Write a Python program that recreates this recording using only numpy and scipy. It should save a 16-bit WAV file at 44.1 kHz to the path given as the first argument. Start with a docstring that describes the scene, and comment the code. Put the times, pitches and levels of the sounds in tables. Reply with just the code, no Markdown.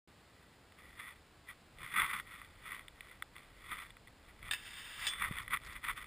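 """Snowboard on a steel rail

In a quiet snowy yard, a snowboarder hits a steel rail, scrapes along it, knocks off its end and lands.
Close by, a hand rubs and creaks on a small camera's case, and light wind rumbles on the microphone.
The mono camera holds each of its coarse samples, which mirrors every sound into a gritty treble."""
import sys
import numpy as np
from scipy import signal
from scipy.fft import rfft, irfft, next_fast_len
from scipy.io import wavfile
from scipy.ndimage import uniform_filter1d, map_coordinates

SR = 44100
rng = np.random.default_rng(int(sys.argv[2]) if len(sys.argv) > 2 else 0)


def generate_wav(sig):
    """Save sig (samples, or channels by samples) to the path in sys.argv[1] as 16-bit PCM at SR."""
    pcm = np.round(np.clip(np.atleast_2d(sig).T, -1, 1) * 32767).astype(np.int16)
    wavfile.write(sys.argv[1], SR, pcm)


N = 267246
TIME = np.arange(N) / SR

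# The board presses harder as it nears the end of the rail: time_s, level_db
SLIDE_LEVELS = [(4.55, -57.5), (4.73, -54), (4.95, -52.5), (5.06, -44.5)]
# The board hits the rail (last three add to peak_db): start_s, peak_db, clang_db, edge_db, pipe_db
KNOCKS = [(4.5104, -21, -0.5, -36, -37), (4.522, -29, -1, -23, -28), (4.534, -24, 0, -30, -22),
          (4.546, -31.5, -4, -28, -32), (5.068, -22, -4, 0, 1), (5.078, -40, -10, -12, -5)]
# Broad resonances of the board pressed on the rail: pitch_hz, width_hz, level_db
BOARD_RESONANCES = [(1160, 1400, -11.5), (1693, 220, -4), (1950, 255, -5.5), (2345, 290, -7),
                    (2650, 280, -6.5), (3140, 960, -6.5), (3642, 140, 1.5), (3620, 210, -41),
                    (5000, 810, -10)]
# Tones of the rail with the board on it: pitch_hz, level_db, ring_s
PRESSED_RAIL_TONES = [(1683, -13.5, 0.082), (1820, -13, 0.061), (2006, -21, .06), (2450, -16, 0.052),
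                      (2660, -11, 0.053), (2900, -20, 0.11), (3616, -5.5, 0.037), (3595, -21, 0.045),
                      (5350, -54, 0.11)]
# Tones of the same steel pipe ringing freely: pitch_hz, level_db, ring_s
FREE_RAIL_TONES = [(3440, -11.5, 0.31), (3520, -23, 0.16), (3570, -25, 0.78), (3090, -28, 0.46)]
# Hiss of the board's steel edge catching: pitch_hz, level_db
EDGE_SPECTRUM = [(500, -17), (1500, -13), (3400, 1), (4350, -12), (4950, -2.5), (5300, -2), (5600, -1.5)]
# The dull bump of the landing: start_s, peak_db
LANDING_BUMPS = [(5.3105, -27)]
# Small ticks of icy snow: start_s, peak_db
ICE_TICKS = [(3.8187, -46), (5.424, -40.5), (5.6472, -39), (5.663, -40), (5.671, -45), (5.7295, -40.5),
             (5.965, -45)]
# The bright sound of those ticks: pitch_hz, level_db
ICE_SPECTRUM = [(1500, 11), (3500, 1), (5200, 4.5)]
# Strokes of the hand over the case: peak_s, level_db, swell_s, fade_s
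HAND_STROKES = [(0.38, -69, .1, 0.32), (0.799, -57, 0.035, 0.3), (1.003, -46, 0.055, 0.093),
                (1.068, -50, .07, 0.1), (1.5, -46.5, 0.034, 0.037), (1.829, -46.5, 0.058, 0.14),
                (1.988, -29.5, 0.081, .11), (2.15, -38.5, 0.15, 0.065), (2.2, -44, 0.064, 0.02),
                (2.321, -51, 0.11, 0.26), (2.72, -43.5, 0.12, 0.11), (3.11, -58, 0.24, 0.13),
                (3.37, -57.5, 0.048, 0.18), (3.724, -37, 0.025, 0.044), (3.70, -52, 0.18, .1),
                (3.806, -47, 0.1, 0.095), (4.305, -58.5, 0.11, 0.03), (4.482, -50.5, 0.12, 0.068),
                (5.025, -46, 0.078, 0.13), (5.12, -47, .06, 0.32), (5.23, -33.5, 0.043, 0.075),
                (5.383, -42.5, 0.12, 0.089), (5.542, -32, 0.044, 0.03), (5.71, -48, .14, 0.068),
                (5.77, -46, 0.035, 0.028), (5.85, -42.5, 0.026, 0.056), (5.901, -35.5, 0.068, 0.034),
                (5.98, -46, 0.031, 0.12)]
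# Single sharp slips of the hand: start_s, peak_db, brightness_db_per_octave
CREAKS = [(0.721, -47, 2), (0.7866, -42, -2), (1.4955, -41, 8), (1.785, -43, 13), (1.991, -26, -13),
          (2.0178, -16, -4), (2.0286, -23, -11), (2.0434, -23, -5), (2.3603, -38, -8), (2.4152, -33, -4),
          (2.6427, -53, 8), (2.793, -33.5, 1), (2.8814, -35.5, 10), (3.0067, -33, 10.5), (3.0959, -47, 11),
          (3.2225, -23, -1.5), (3.3633, -35.5, 0.5), (3.3813, -38.5, 10), (3.7158, -29, 6),
          (3.7873, -43, 8), (3.904, -38, 8), (3.9674, -40.5, -0.5), (4.072, -40, -1), (4.0802, -44, 9),
          (4.4273, -37, 1), (4.4892, -34.5, -9), (5.3222, -29.5, 2), (5.3845, -29.5, 9), (5.4784, -28, -4),
          (5.5079, -29.5, 7), (5.5397, -19, 8), (5.5704, -28.5, 2.5), (5.8358, -37.5, 1)]
# Resonances of the camera's case: pitch_hz, width_hz, level_db
CASE_RESONANCES = [(1100, 392, -1.5), (1310, 356, 3), (1567, 180, -4.5), (1946, 266, 9), (2328, 420, 1),
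                   (2880, 1420, -11), (3480, 310, 2), (3700, 580, -17.5), (5200, 12600, -19.5)]
# Low sound of the case bending under the hand: pitch_hz, level_db
FLEX_SPECTRUM = [(40, -20), (130, 16), (300, 6.5), (600, -0.5), (1000, -14)]
# The breeze picks up as the camera swings round: time_s, level_db
BREEZE_LEVELS = [(0, -81), (1.7, -75), (2.1, -67.5), (4.9, -66.5), (5.25, -55.5), (6.06, -62.5)]
# Short gusts on top of the breeze: peak_s, level_db
GUSTS = [(0.86, -65), (1.53, -67), (1.82, -53), (2.02, -52.5), (3.55, -64), (3.72, -60), (4.47, -55),
         (5.52, -56)]
# Rumble of wind on the microphone: pitch_hz, level_db
WIND_SPECTRUM = [(20, -2), (40, 6), (70, -3), (120, -6), (250, -26), (600, -22.5)]
# Faint hush of the yard: pitch_hz, level_db
YARD_SPECTRUM = [(35, -37), (60, 1.5), (136, -4.5), (319, -7.5), (378, -9), (432, -9.5), (475, -10),
                 (608, -11), (1370, -12.5), (4810, -19.5), (5600, -20), (7280, -38), (12300, -120)]
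# Hiss of the camera's amplifier: pitch_hz, level_db
HISS_SPECTRUM = [(30, -25), (300, -7), (1500, -20.0), (5400, -12)]


def board_slide():
    """The board grinds along the rail: many tiny slips shake the board and the steel together."""
    friction = slips(per_s=5000, spread_db=3.5, hiss_db=0) * from_db(1.3 * drift(per_s=45))
    edge = from_db(-18) * noise(EDGE_SPECTRUM)
    board = unit_power(body(friction, BOARD_RESONANCES))
    rail = from_db(-12.5) * unit_power(steel(friction, PRESSED_RAIL_TONES))
    return from_db(3.5) * level_curve(SLIDE_LEVELS) * (board + rail + edge)


def board_knocks():
    """Each blow cracks in the board and clangs in the rail, which rings on once the board has left."""
    start_s, peak_db, clang_db, edge_db, pipe_db = np.transpose(KNOCKS)
    blows = clicks(zip(start_s, peak_db))
    board_noise = unit_power(body(rng.standard_normal(N), BOARD_RESONANCES))
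    crack = from_db(-13) * die_away(blows, ring_s=.06) * board_noise
    snap = from_db(-10.5) * body(blows, BOARD_RESONANCES) / click_peak(BOARD_RESONANCES, click_db=0)
    edge_fade = die_away(clicks(zip(start_s, peak_db + edge_db)), ring_s=0.13)
    edge = from_db(-9) * edge_fade * noise(EDGE_SPECTRUM)
    clang = from_db(0.5) * steel(clicks(zip(start_s, peak_db + clang_db)), PRESSED_RAIL_TONES)
    free_ring = steel(clicks(zip(start_s, peak_db + pipe_db)), FREE_RAIL_TONES)
    return crack + snap + edge + clang + free_ring


def snow_landing():
    """The landing thuds, and icy crumbs tick under the board."""
    thud = ring(-clicks(LANDING_BUMPS), pitch_hz=157, ring_s=0.024)
    crumbs = die_away(clicks(ICE_TICKS), ring_s=0.04) * noise(ICE_SPECTRUM)
    return thud + from_db(-8.5) * crumbs


def hand_rub():
    """The hand sticks and slips on the case; firmer strokes slip more often, sound duller and bend it."""
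    pressure = np.sqrt(sum(stroke_pressure(*stroke) ** 2 for stroke in HAND_STROKES))
    friction = slips(per_s=900 + 130000 * pressure, spread_db=4.5, hiss_db=-5)
    # A fingertip pressed flat dulls the slips.
    flatness = np.clip(pressure / from_db(-37), 0, .95)
    dulled = low_pass(friction, cutoff_hz=1190, order=1)
    drive = friction + flatness * (dulled - friction)
    # Until the grip tightens, the case's main resonance rings more freely.
    grip_tightens_s = 1.7
    loose_ring = from_db(7.5) * (TIME < grip_tightens_s) * resonate(drive, pitch_hz=1942, width_hz=106)
    case = body(drive, CASE_RESONANCES) - loose_ring   # minus matches that resonance's sign
    rub = from_db(-0.27) * even_out(case, window_samples=700)
    tremble = from_db(2.26 * drift(per_s=140))
    flex = from_db(-22) * noise(FLEX_SPECTRUM)
    return pressure * (rub * tremble + flex)


def stroke_pressure(peak_s, level_db, swell_s, fade_s, range_db=20):
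    """One stroke presses harder by range_db over its swell and eases by as much over its fade."""
    roundness = 1.21   # 1 is a pointed peak, 2 is a bell shape
    from_peak = np.maximum((peak_s - TIME) / swell_s, (TIME - peak_s) / fade_s)
    return from_db(level_db - range_db * np.clip(from_peak, 0, 3) ** roundness)


def hand_creaks():
    """Each sharp slip rings the case with its own brightness and trails a few smaller slips."""
    trail = from_db(-19) * rng.standard_normal(N)
    creaks = 0
    for k, (pitch_hz, width_hz, level_db) in enumerate(CASE_RESONANCES):
        octaves = np.log2(min(pitch_hz, 3400) / 2000)
        snaps = clicks([(start_s, db + brightness * octaves) for start_s, db, brightness in CREAKS])
        drive = snaps + die_away(snaps, ring_s=0.01) * trail
        creaks += (-1) ** k * from_db(level_db) * resonate(drive, pitch_hz, width_hz)
    softened = low_pass(creaks, cutoff_hz=4100, order=4)   # soft skin makes little high treble
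    return from_db(-3.5) * softened / click_peak(CASE_RESONANCES, click_db=0.038)


def wind():
    """An uneven breeze and short gusts rumble on the microphone's opening."""
    half_width_s = 0.04
    gusts = sum(from_db(db) / (1 + ((TIME - peak_s) / half_width_s) ** 4) for peak_s, db in GUSTS)
    strength = from_db(1) * np.hypot(level_curve(BREEZE_LEVELS), gusts)
    flutter = from_db(1.6 * drift(per_s=14))
    return strength * flutter * noise(WIND_SPECTRUM)


def yard_hush():
    """The quiet yard is a faint, steady noise."""
    return from_db(-63) * noise(YARD_SPECTRUM)


def amplifier_hiss():
    """The camera's amplifier adds a separate trace of hiss to each of the two channels."""
    return from_db(-77.5) * np.array([noise(HISS_SPECTRUM) for channel in range(2)])


def slips(per_s, spread_db, hiss_db):
    """Friction: random slips of uneven size over a fine hiss. More slips do not make it louder."""
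    sizes = from_db(spread_db * np.minimum(rng.exponential(1, N), 3)) * rng.choice([-1, 1], N)
    slipping = rng.random(N) < per_s / SR
    return unit_power(sizes * slipping / np.sqrt(per_s)) + from_db(hiss_db) * rng.standard_normal(N)


def steel(drive, tones):
    """The rail rings with several tones at once; neighbours swing in opposite directions."""
    return sum((-1) ** k * from_db(level_db) * ring(drive, pitch_hz, ring_s)
               for k, (pitch_hz, level_db, ring_s) in enumerate(tones))


def ring(drive, pitch_hz, ring_s):
    """Each click starts a pure tone that fades by 60 dB in ring_s."""
    decay, angle = from_db(-60 / (ring_s * SR)), 2 * np.pi * pitch_hz / SR
    return signal.lfilter([0, np.sin(angle)], [1, -2 * decay * np.cos(angle), decay * decay], drive)


def body(drive, resonances):
    """A solid object shakes at all its resonances; neighbours swing in opposite directions."""
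    return sum((-1) ** k * from_db(level_db) * resonate(drive, pitch_hz, width_hz)
               for k, (pitch_hz, width_hz, level_db) in enumerate(resonances))


def resonate(drive, pitch_hz, width_hz):
    """A resonance lets sound near its pitch through and weakens the rest."""
    decay, angle = np.exp(-np.pi * width_hz / SR), 2 * np.pi * pitch_hz / SR
    gain = (1 - decay * decay) / 2
    band = [gain, 0, -gain, 1, -2 * decay * np.cos(angle), decay * decay]
    return signal.sosfilt([band, band], drive)


def click_peak(resonances, click_db):
    """The biggest swing an object makes after one click."""
    return np.max(np.abs(body(clicks([(0, click_db)]), resonances)))


def clicks(rows):
    """One click for each (start_s, level_db) row, over a noise too faint to hear."""
    track = 1e-15 * rng.random(N)
    for start_s, level_db in rows:
        track[round(start_s * SR)] += from_db(level_db)
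    return track


def die_away(hits, ring_s):
    """Turn each click into a loudness curve that falls by 60 dB in ring_s."""
    return signal.lfilter([1], [1, -from_db(-60 / (ring_s * SR))], hits)


def level_curve(rows):
    """A gain that follows (time_s, level_db) rows and fades quickly outside them."""
    time_s, level_db = np.transpose(rows)
    outside_s = np.abs(TIME - np.clip(TIME, time_s[0], time_s[-1]))
    return from_db(np.interp(TIME, time_s, level_db)) * np.exp(-np.minimum(outside_s / .012, 20))


def noise(spectrum):
    """Noise of power 1, shaped by (pitch_hz, level_db) rows and falling away beyond them."""
    pitch_hz, level_db = np.transpose(spectrum)
    size = next_fast_len(N)
    all_hz = np.maximum(np.arange(size // 2 + 1) * SR / size, 1)
    roll_off = np.minimum(all_hz / pitch_hz[0], 1) ** 2 * np.minimum(pitch_hz[-1] / all_hz, 1) ** 2
    shape = from_db(np.interp(np.log(all_hz), np.log(pitch_hz), level_db))
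    white = rfft(rng.standard_normal(N), size)
    return unit_power(irfft(white * roll_off * shape, size)[:N])


def drift(per_s):
    """A wandering curve that glides to a new random value per_s times a second."""
    points = rng.standard_normal(2000)
    return unit_power(np.interp(TIME * per_s, np.arange(len(points)), points))


def low_pass(sound, cutoff_hz, order):
    """Weaken the sound above cutoff_hz; a higher order cuts more steeply."""
    return signal.sosfilt(signal.butter(order, cutoff_hz, fs=SR, output="sos"), sound)


def even_out(sound, window_samples):
    """Keep the power near 1 over every short stretch."""
    return sound / np.sqrt(np.maximum(uniform_filter1d(sound * sound, window_samples), 1e-12))


def unit_power(sound):
    """Scale a sound so its average power is 1."""
    return sound / np.sqrt(np.mean(sound ** 2) + 1e-20)


def from_db(db):
    """Turn decibels into a number to multiply by."""
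    return 10 ** (np.asarray(db) / 20)


def scene():
    """Everything reaches one microphone; only the hiss differs between left and right."""
    hiss = amplifier_hiss()
    hand = hand_rub() + hand_creaks()
    snowboard = board_slide() + board_knocks() + snow_landing()
    return snowboard + hand + wind() + yard_hush() + hiss


def record(dry):
    """The camera takes coarse samples and holds each one, which mirrors the sound into the treble."""
    camera_rate_hz, hold_steps = 12000, 8
    silent_until_s, top_cut_hz = .075, 15300
    smooth = low_pass(dry, cutoff_hz=5350, order=10)
    sample_times_s = np.arange(0, N / SR + .01, 1 / camera_rate_hz)
    coarse = np.array([map_coordinates(channel, [sample_times_s * SR], order=3) for channel in smooth])
    staircase = np.repeat(coarse, hold_steps, axis=1)
    held = signal.resample_poly(staircase, SR, hold_steps * camera_rate_hz, axis=1)[:, :N]
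    top_cut = signal.ellip(12, .2, 70, top_cut_hz, fs=SR, output="sos")
    return signal.sosfilt(top_cut, held * (TIME > silent_until_s))


dry = scene()
out = record(dry)
generate_wav(out)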